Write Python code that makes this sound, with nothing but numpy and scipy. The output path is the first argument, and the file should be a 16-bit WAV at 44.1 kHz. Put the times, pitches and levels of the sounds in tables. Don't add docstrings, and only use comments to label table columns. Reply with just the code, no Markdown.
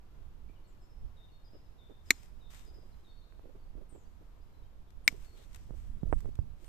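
import sys
import numpy as np
from scipy import signal
from scipy.fft import rfft, irfft
from scipy.io import wavfile

SR = 44100
rng = np.random.default_rng(int(sys.argv[2]) if len(sys.argv) > 2 else 0)


def to_wav(sig):
    pcm = np.clip(np.atleast_2d(sig), -1, 1) * 32767
    pcm = np.round(pcm).astype(np.int16)
    wavfile.write(sys.argv[1], SR, pcm.T)


N = 294588
T = np.arange(N) / SR
HZ = np.fft.rfftfreq(N, 1 / SR)

# (time [s], strength [dB], which cut [0 or 1])
FRACTURES = [(2.1051, -28, 0), (2.1062, -12, 0), (2.10667, -1, 0), (2.1108, -23, 0), (5.0781, 0, 1),
             (5.0826, -22, 1), (5.0844, -24, 1)]
# (time [s], thud level [dB], thud pitch [Hz], tap level [dB], tap brightness [Hz])
KNOCKS = [ (0.497, -46, 195, -48, 700), (1.534, -51, 160, -45, 549), (3.324, -63.5, 199.7, -44.5, 2580),
          (3.3947, -60, 300, -42, 740), (3.752, -38, 228, -44, 444), (5.126, -37, 141.7, -39.5, 484),
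          (5.707, -37, 110.4, -32.5, 496), (6.032, -19.5, 148, -30.5, 550),
          (6.127, -17.5, 48.7, -11.5, 834), (6.1335, -36, 111, -21.5, 750), (6.246, -33, 45, -38, 553),
          (6.257, -26.5, 65, -33.5, 593), (6.389, -16, 74, -30.5, 699)]
# (frequency [Hz], relative level [dB])
LEAF_COLOUR = [(300, -12), (1000, -0.5), (2200, -0.5), (3000, -2), (4200, -5.5), (6500, -4.5), (8500, -3.5),
               (10000, -15), (12500, -8.5), (14500, -10)]
# (frequency [Hz], left minus right [dB])
LEAF_SIDE = [(1000, -3.5), (4000, 6), (6000, 8), (8200, 13.5), (10500, 1.5), (14000, 0)]


def amp(db):
    return 10 ** (np.asarray(db) / 20)


def evened(x):
    return x / np.sqrt(np.mean(x ** 2) + 1e-20)


def read(points, hz):
    f, value = np.transpose(points)
    return np.interp(np.log(hz + 1), np.log(f + 1), value)


def curve(rows):
    times, values = np.transpose(rows)
    return np.interp(T, times, values)


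def pan(side_db):
    gains = np.array([amp(side_db / 2), amp(-side_db / 2)]).reshape(2, -1)
    return gains / np.sqrt(np.mean(gains ** 2, 0))


def filtered(x, gain):
    return irfft(rfft(x) * gain, N)


def colour(x, points, side_db=0):
    return evened(filtered(x, amp(read(points, HZ)) * pan(side_db)))


def noise():
    return rng.standard_normal((2, N))


def drift(rate_hz, size=N):
    f = np.fft.rfftfreq(size, 1 / SR)
    slow = rfft(rng.standard_normal(size)) * (f > 0) / (1 + (f / rate_hz) ** 4)
    return evened(irfft(slow, size))


def add(mix, s, sound):
    part = mix[:, max(round(s * SR), 0):][:, :sound.shape[1]]
    part += sound[:, :part.shape[1]]


def scatter(x, t60, onset):
    t = T[:SR]
    tail = rng.standard_normal((2, SR)) * amp(-60 * t / t60) * (1 - np.exp(-(t / onset) ** 2))
    tail = tail / np.linalg.norm(tail, axis=1, keepdims=True)
    return signal.fftconvolve(x, tail, axes=1)[:, :N]


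def air(level_db=-53, swell_db=0.5):
    # (frequency [Hz], relative level [dB])
    wash_colour = [(20, 2.5), (55, -7.5), (120, -14), (230, -24), (550, -30.5), (980, -30), (1900, -40),
                   (3600, -43.5), (7000, -51), (9300, -56.5), (11900, -51), (14200, -49.5)]
    # (frequency [Hz], left minus right [dB])
    wash_side = [(30, -3.5), (120, -2.5), (400, -0.5), (1000, 1), (4000, 1.5), (8000, 2.5), (13000, -2)]
    # (frequency [Hz], left-right likeness, kept between 0 and 1 below)
    likeness = [(60, 0.78), (130, 0.19), (290, 0.28), (640, 0.48), (1410, -0.63), (3090, -1.4),
                (6800, -0.05), (15000, 0.023)]
    a, b = noise()
    same = np.clip(read(likeness, HZ), 0, 1)
    right = irfft(same * rfft(a) + np.sqrt(1 - same ** 2) * rfft(b), N)
    wash = colour(np.array([a, right]), wash_colour, read(wash_side, HZ))
    return wash * amp(level_db + swell_db * drift(3))


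def rumble(gust_db=3, jolt_db=-23, jolt_s=0.021):
    # (time [s], level [dB])
    rumble_levels = [(0, -61), (.3, -44.5), (.85, -67.5), (1.05, -43.5), (1.3, -64.5), (2.1, -51),
                     (3.4, -51.5), (4.8, -56.5), (5.12, -46.5), (5.45, -51), (5.78, -43), (6.25, -37),
                     (6.55, -51)]
    # (frequency [Hz], relative level [dB])
    rumble_colour = [(10, -1), (35, 0.5), (75, -7.5), (130, -19.5), (250, -28), (600, -70)]
    shaking = amp(curve(rumble_levels))[None]
    t = T[:SR]
    swing = t / jolt_s * np.exp(1 - t / jolt_s)
    for s, thud_db, *_ in KNOCKS:
        add(shaking, s, amp(thud_db + jolt_db) * swing[None])
    gusty = noise() * amp(gust_db * drift(5.1))
    return colour(gusty, rumble_colour, side_db=-15) * shaking


def rubbing(stick_db=7.0, rest_db=-74):
    # (time [s], length [s], level [dB])
    rubs = [(1.531, 0.041, -55), (1.886, 0.047, -58.5), (2.638, 0.26, -67.5), (3.42, 0.11, -58.5),
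            (3.522, 0.063, -59.5), (3.739, .12, -60), (3.907, 0.083, -55.5), (4.202, 0.039, -64.5),
            (5.093, 0.088, -57.5), (5.303, .16, -63.5), (5.67, 0.1, -61), (6.019, .11, -61),
            (6.2, 0.12, -52.5), (6.58, 0.074, -66.5)]
    # (frequency [Hz], relative level [dB])
    rub_colour = [(80, -11), (200, -2), (380, 3.5), (600, -5.5), (900, -20.5), (2000, -30.5), (5000, -46)]
    sliding = np.full((1, N), amp(rest_db))
    for s, length, db in rubs:
        add(sliding, s, amp(db) * signal.windows.tukey(int(length * SR), .7)[None])
    slips = amp(stick_db * np.minimum(drift(60), 1))
    return colour(noise() * slips, rub_colour, side_db=-14) * sliding


def stirring(rest_db=-87, sway_db=-17.5, sway_t60=4.2):
    # (time when fully stirred [s], rise [s], hold [s], level [dB], time to fall 60 dB [s])
    brushes = [(2.084, 0.035, 0.16, -66, 0.32), (2.509, 0.0065, .06, -59.5, 0.45),
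               (5.101, .015, 0.014, -62.5, 0.47), (5.22, 0.03, .02, -66, 0.72),
               (5.383, 0.051, .05, -67.5, 0.42), (5.536, .03, 0.058, -70, 1),
               (5.768, .025, 0.024, -69.5, 1), (6.19, 0.13, .03, -71.5, 0.73),
               (6.639, .05, .04, -69.5, 0.31)]
    power = amp(rest_db) ** 2
    for s, rise, hold, db, t60 in brushes:
        attack = np.exp(-(np.minimum(T - s, 0) / rise) ** 2)
        after = np.maximum(T - s - hold, 0)
        dying = amp(-60 * after / t60) ** 2
        swaying = amp(sway_db - 60 * after / sway_t60) ** 2
        power = power + (amp(db) * attack) ** 2 * (dying + swaying)
    return np.sqrt(power)


def leaves(grain_db=2.0, grains_per_s=2500):
    clumps_db = 1.5 * drift(35)
    size = amp(grain_db * np.minimum(rng.exponential(1, (2, N)), 5) + clumps_db)
    contacts = size * noise() * (rng.random((2, N)) < grains_per_s / SR)
    hiss = evened(contacts) + .9 * noise()
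    return colour(hiss, LEAF_COLOUR, read(LEAF_SIDE, HZ)) * stirring()


def sing(hz, wobble_hz):
    # (frequency [Hz], left minus right [dB])
    bird_side = [(3600, 6.5), (5200, 6), (8000, 15)]
    wobble = wobble_hz * drift(2 * wobble_hz + 20, size=16384)[:len(hz)]
    tone = np.sin(2 * np.pi * np.cumsum(hz + wobble) / SR)
    return pan(read(bird_side, hz.mean())) * tone


def note(length, hz, drop_hz, db, wobble_hz):
    t = T[:int(length * SR)]
    pitch = hz + drop_hz * np.exp(-4.8 * t / length)
    return amp(db) * signal.windows.tukey(len(t), .3) * sing(pitch, wobble_hz)


def chirps(out, length=.03, rise_hz=190, wobble_hz=90):
    # (time [s], end pitch [Hz], level [dB])
    chirp_calls = [(.485, 2476, -72), (0.556, 2970, -74), (.64, 4420, -77.5), (1.28, 2892, -79.5),
                   (2.92, 4130, -77), (3.22, 4150, -74), (4.41, 5000, -80)]
    twitter_count, low_hz, high_hz, twitter_db = 30, 2800, 5000, -82
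    distant = rng.uniform((0, low_hz), (T[-1], high_hz), (twitter_count, 2))
    for s, hz, db in [*chirp_calls, *((s, hz, twitter_db) for s, hz in distant)]:
        add(out, s, note(length, hz, -rise_hz, db, wobble_hz))


def buzzes(out, sag_hz_per_s=17000, fade_db_per_s=86, wobble_hz=330, edge_s=.008):
    # (time [s], length [s], start pitch [Hz], start level [dB])
    buzz_calls = [(.669, 0.069, 8000, -74.5), (.812, 0.06, 7860, -79), (3.889, 0.17, 8880, -65.5),
                  (5.04, 0.042, 9050, -64), (6.113, 0.043, 8700, -65.5), (6.653, .03, 8900, -66)]
    for s, length, hz, db in buzz_calls:
        t = T[:int(length * SR)]
        edges = np.minimum(np.minimum(t, length - t) / edge_s, 1)
        call = sing(hz - sag_hz_per_s * t, wobble_hz)
        add(out, s, edges * amp(db - fade_db_per_s * t) * call)


def song(out, wobble_hz=35):
    # (time [s], pip pitch [Hz], pip level [dB], wait for the slur [s], slur pitch [Hz], slur level [dB])
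    phrases = [(.808, 5100, -74.5, 0.35, 3650, -68.5), (1.441, 4950, -69.5, .336, 3580, -69),
               (2.056, 4990, -68.5, .345, 3654, -70), (2.655, 4930, -68, 0.38, 3650, -70)]
    pip_s, pip_gap_s, pip_drop_hz = 0.054, 0.083, 230
    second_up_hz, second_db, second_drop_hz = 90.78, -1.5, 400
    slur_s, slur_drop_hz, burr_hz, burr_depth = .115, 250, 178.3, .45
    for s, pip_hz, pip_db, wait, slur_hz, slur_db in phrases:
        add(out, s, note(pip_s, pip_hz, pip_drop_hz, pip_db, wobble_hz))
        second = note(pip_s, pip_hz + second_up_hz, second_drop_hz, pip_db + second_db, wobble_hz)
        add(out, s + pip_gap_s, second)
        slur = note(slur_s, slur_hz, slur_drop_hz, slur_db, wobble_hz)
        burr = 1 + burr_depth * np.sin(2 * np.pi * burr_hz * T[:slur.shape[1]])
        add(out, s + wait, slur * burr)


def whistles(out, drop_hz=40, wobble_hz=14):
    # (time [s], length [s], pitch [Hz], level [dB])
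    whistle_calls = [(1.314, .073, 4310, -74.5), (3.07, .17, 4370, -74.5), (4.53, .087, 4000, -80.5),
                     (5.241, .12, 4340, -74)]
    for s, length, hz, db in whistle_calls:
        add(out, s, note(length, hz, drop_hz, db, wobble_hz))


def birds(wet_db=0):
    out = np.zeros((2, N))
    chirps(out)
    buzzes(out)
    song(out)
    whistles(out)
    far = filtered(out, 1 / (1 + (HZ / 7000) ** 6))
    return out + amp(wet_db) * scatter(far, t60=0.96, onset=0.012)


def knocks(thud_cycles=0.45, tap_cycles=0.21, soft_hz=2600, side_db=-41):
    out, t = np.zeros((2, N)), T[:12000]
    for s, thud_db, thud_hz, tap_db, tap_hz in KNOCKS:
        u = t * thud_hz / thud_cycles
        v = t * tap_hz / tap_cycles
        thud = u * np.exp(1 - u) * np.sin(2 * np.pi * thud_hz * t) * np.exp(-u / 2)
        tap = v ** 2 * (1 - v / 3) * np.exp(1 - v)
        add(out, s, pan(side_db) * (amp(thud_db) * thud - amp(tap_db) * tap))
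    return signal.sosfilt(signal.butter(N=4, Wn=soft_hz, fs=SR, output="sos"), out)


def shears(rise=.00009, dull_hz=9700, bass_hz=1780, near_db=-22, far_db=-36):
    # (pitch [Hz], time to fall 60 dB [s], first cut left [dB],
    # first cut right [dB], second cut left [dB], second cut right [dB])
    shear_modes = [ (278, 0.077, 5.5, 7, -9, 8.5), (370, .022, 4, 12, -10.5, -4.5),
                   (916, 0.0076, 2, 0, -1.5, -10), (1880, .014, 14, 21, 2, 3),
                   (2080, .016, 21, 26, 26, 20.5), (2250, .016, 20, 26, 28, 28),
                   (3050, .012, 0.5, 4.5, 6, 10), (3740, 0.0055, 5.5, 15.5, 17.5, 3.5),
                   (4100, 0.0075, 16.5, 17.5, 13.5, 7.5), (5090, .007, 13, 5.5, 20.5, 1.5),
                   (5630, 0.017, 14, 4.5, 12, -5), (6780, 0.014, 1.5, -9.5, 12, -8.5),
                   (6900, 0.022, 23, -3.5, 9, -16), (7260, .006, 21, -7.5, 3.5, -22),
                   (8363, 0.016, -5.5, -21, 3.5, -22.5), (11600, .003, 8.5, 1, 4, -5.5),
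                   (11760, .005, 1, 3.5, -1, -14.5), (14000, .004, 0.5, -3.5, 1, -16)]
    # (frequency [Hz], level [dB])
    scatter_colour = [(200, -3), (1200, -4), (2200, -12), (3200, -1), (6000, 3.5), (9000, -0.5),
                      (14000, -2.5)]
    # (frequency [Hz], left minus right [dB])
    scatter_side = [(1000, 1.5), (4000, 0), (7000, 9.5), (9000, 9), (12000, 2)]
    modes, t, out = np.array(shear_modes), T[:4096], np.zeros((2, N))
    hz = modes[:, :1]
    decay = modes[:, 1:2] / np.log(1000)
    rings = np.exp(-t / decay) * np.sin(2 * np.pi * hz * t)
    rings = rings * 2 / (decay * SR) * (1 - np.exp(-t / rise))
    thin = signal.sosfilt(signal.butter(4, bass_hz, "high", fs=SR, output="sos"), rings)
    rings = np.where(hz > bass_hz, thin, rings)
    heights = amp(modes[:, 2:]).T.reshape(2, 2, -1)
    for s, db, cut in FRACTURES:
        add(out, s, amp(db) * heights[int(round(cut))] @ rings)
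    out = signal.lfilter(*signal.iirnotch(dull_hz, 5, fs=SR), out)
    snap = filtered(out, amp(read(scatter_colour, HZ)) * pan(read(scatter_side, HZ)))
    near = amp(near_db) * scatter(snap, t60=0.02, onset=0.0028)
    far = amp(far_db) * scatter(snap, t60=.25, onset=0.0054)
    return out + near + far


def fibres(level_db=-26, t60=0.032):
    out, t = np.zeros((2, N)), T[:3000]
    tearing = colour(noise(), LEAF_COLOUR, read(LEAF_SIDE, HZ))
    for k, (s, db, _) in enumerate(FRACTURES):
        piece = tearing[:, k * len(t):][:, :len(t)]
        add(out, s, amp(db + level_db - 60 * t / t60) * piece)
    return out


def twigs(t60=0.019):
    # (time [s], level [dB], left minus right [dB])
    ticks = [(2.232, -54.5, 17), (4.905, -60.5, 12), (5.247, -56, 15), (5.531, -60, 10), (5.5462, -45.5, 5),
             (5.5592, -47, 26.5), (5.565, -57, 19), (6.189, -57, -12), (6.205, -53.5, -21),
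             (6.354, -56, -19), (6.6445, -55.5, 1)]
    out, t = np.zeros((2, N)), T[:2000]
    spray = colour(noise(), LEAF_COLOUR)
    for k, (s, db, side_db) in enumerate(ticks):
        piece = spray[:, k * len(t):][:, :len(t)]
        add(out, s, amp(db) * pan(side_db) * piece * amp(-60 * t / t60))
    return out


def swishes(clump_db=1.5, side_db=3, spread_octaves=.22):
    # (time [s], length [s], centre frequency [Hz], level [dB])
    slides = [(5.34, .13, 3580, -70.5), (5.483, 0.26, 5500, -80)]
    out = np.zeros((2, N))
    grain = noise() * amp(clump_db * drift(40))
    for s, length, hz, db in slides:
        octaves = np.log2((HZ + 1) / hz)
        hiss = evened(filtered(grain, np.exp(-.5 * (octaves / spread_octaves) ** 2)))
        swell = signal.windows.tukey(int(length * SR), .7)
        add(out, s, amp(db) * pan(side_db) * swell * hiss[:, :len(swell)])
    return out


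def scene():
    background = air() + rumble() + rubbing() + leaves() + birds()
    return background + knocks() + shears() + fibres() + twigs() + swishes()


def record(dry, ceiling=0.94, edge_hz=14400):
    rounded = dry / (1 + (dry / ceiling) ** 6) ** (1 / 6)
    band = signal.firwin(511, edge_hz, window=("kaiser", 9), fs=SR)
    return signal.oaconvolve(rounded, band[None], "same")


dry = scene()
out = record(dry)
to_wav(out)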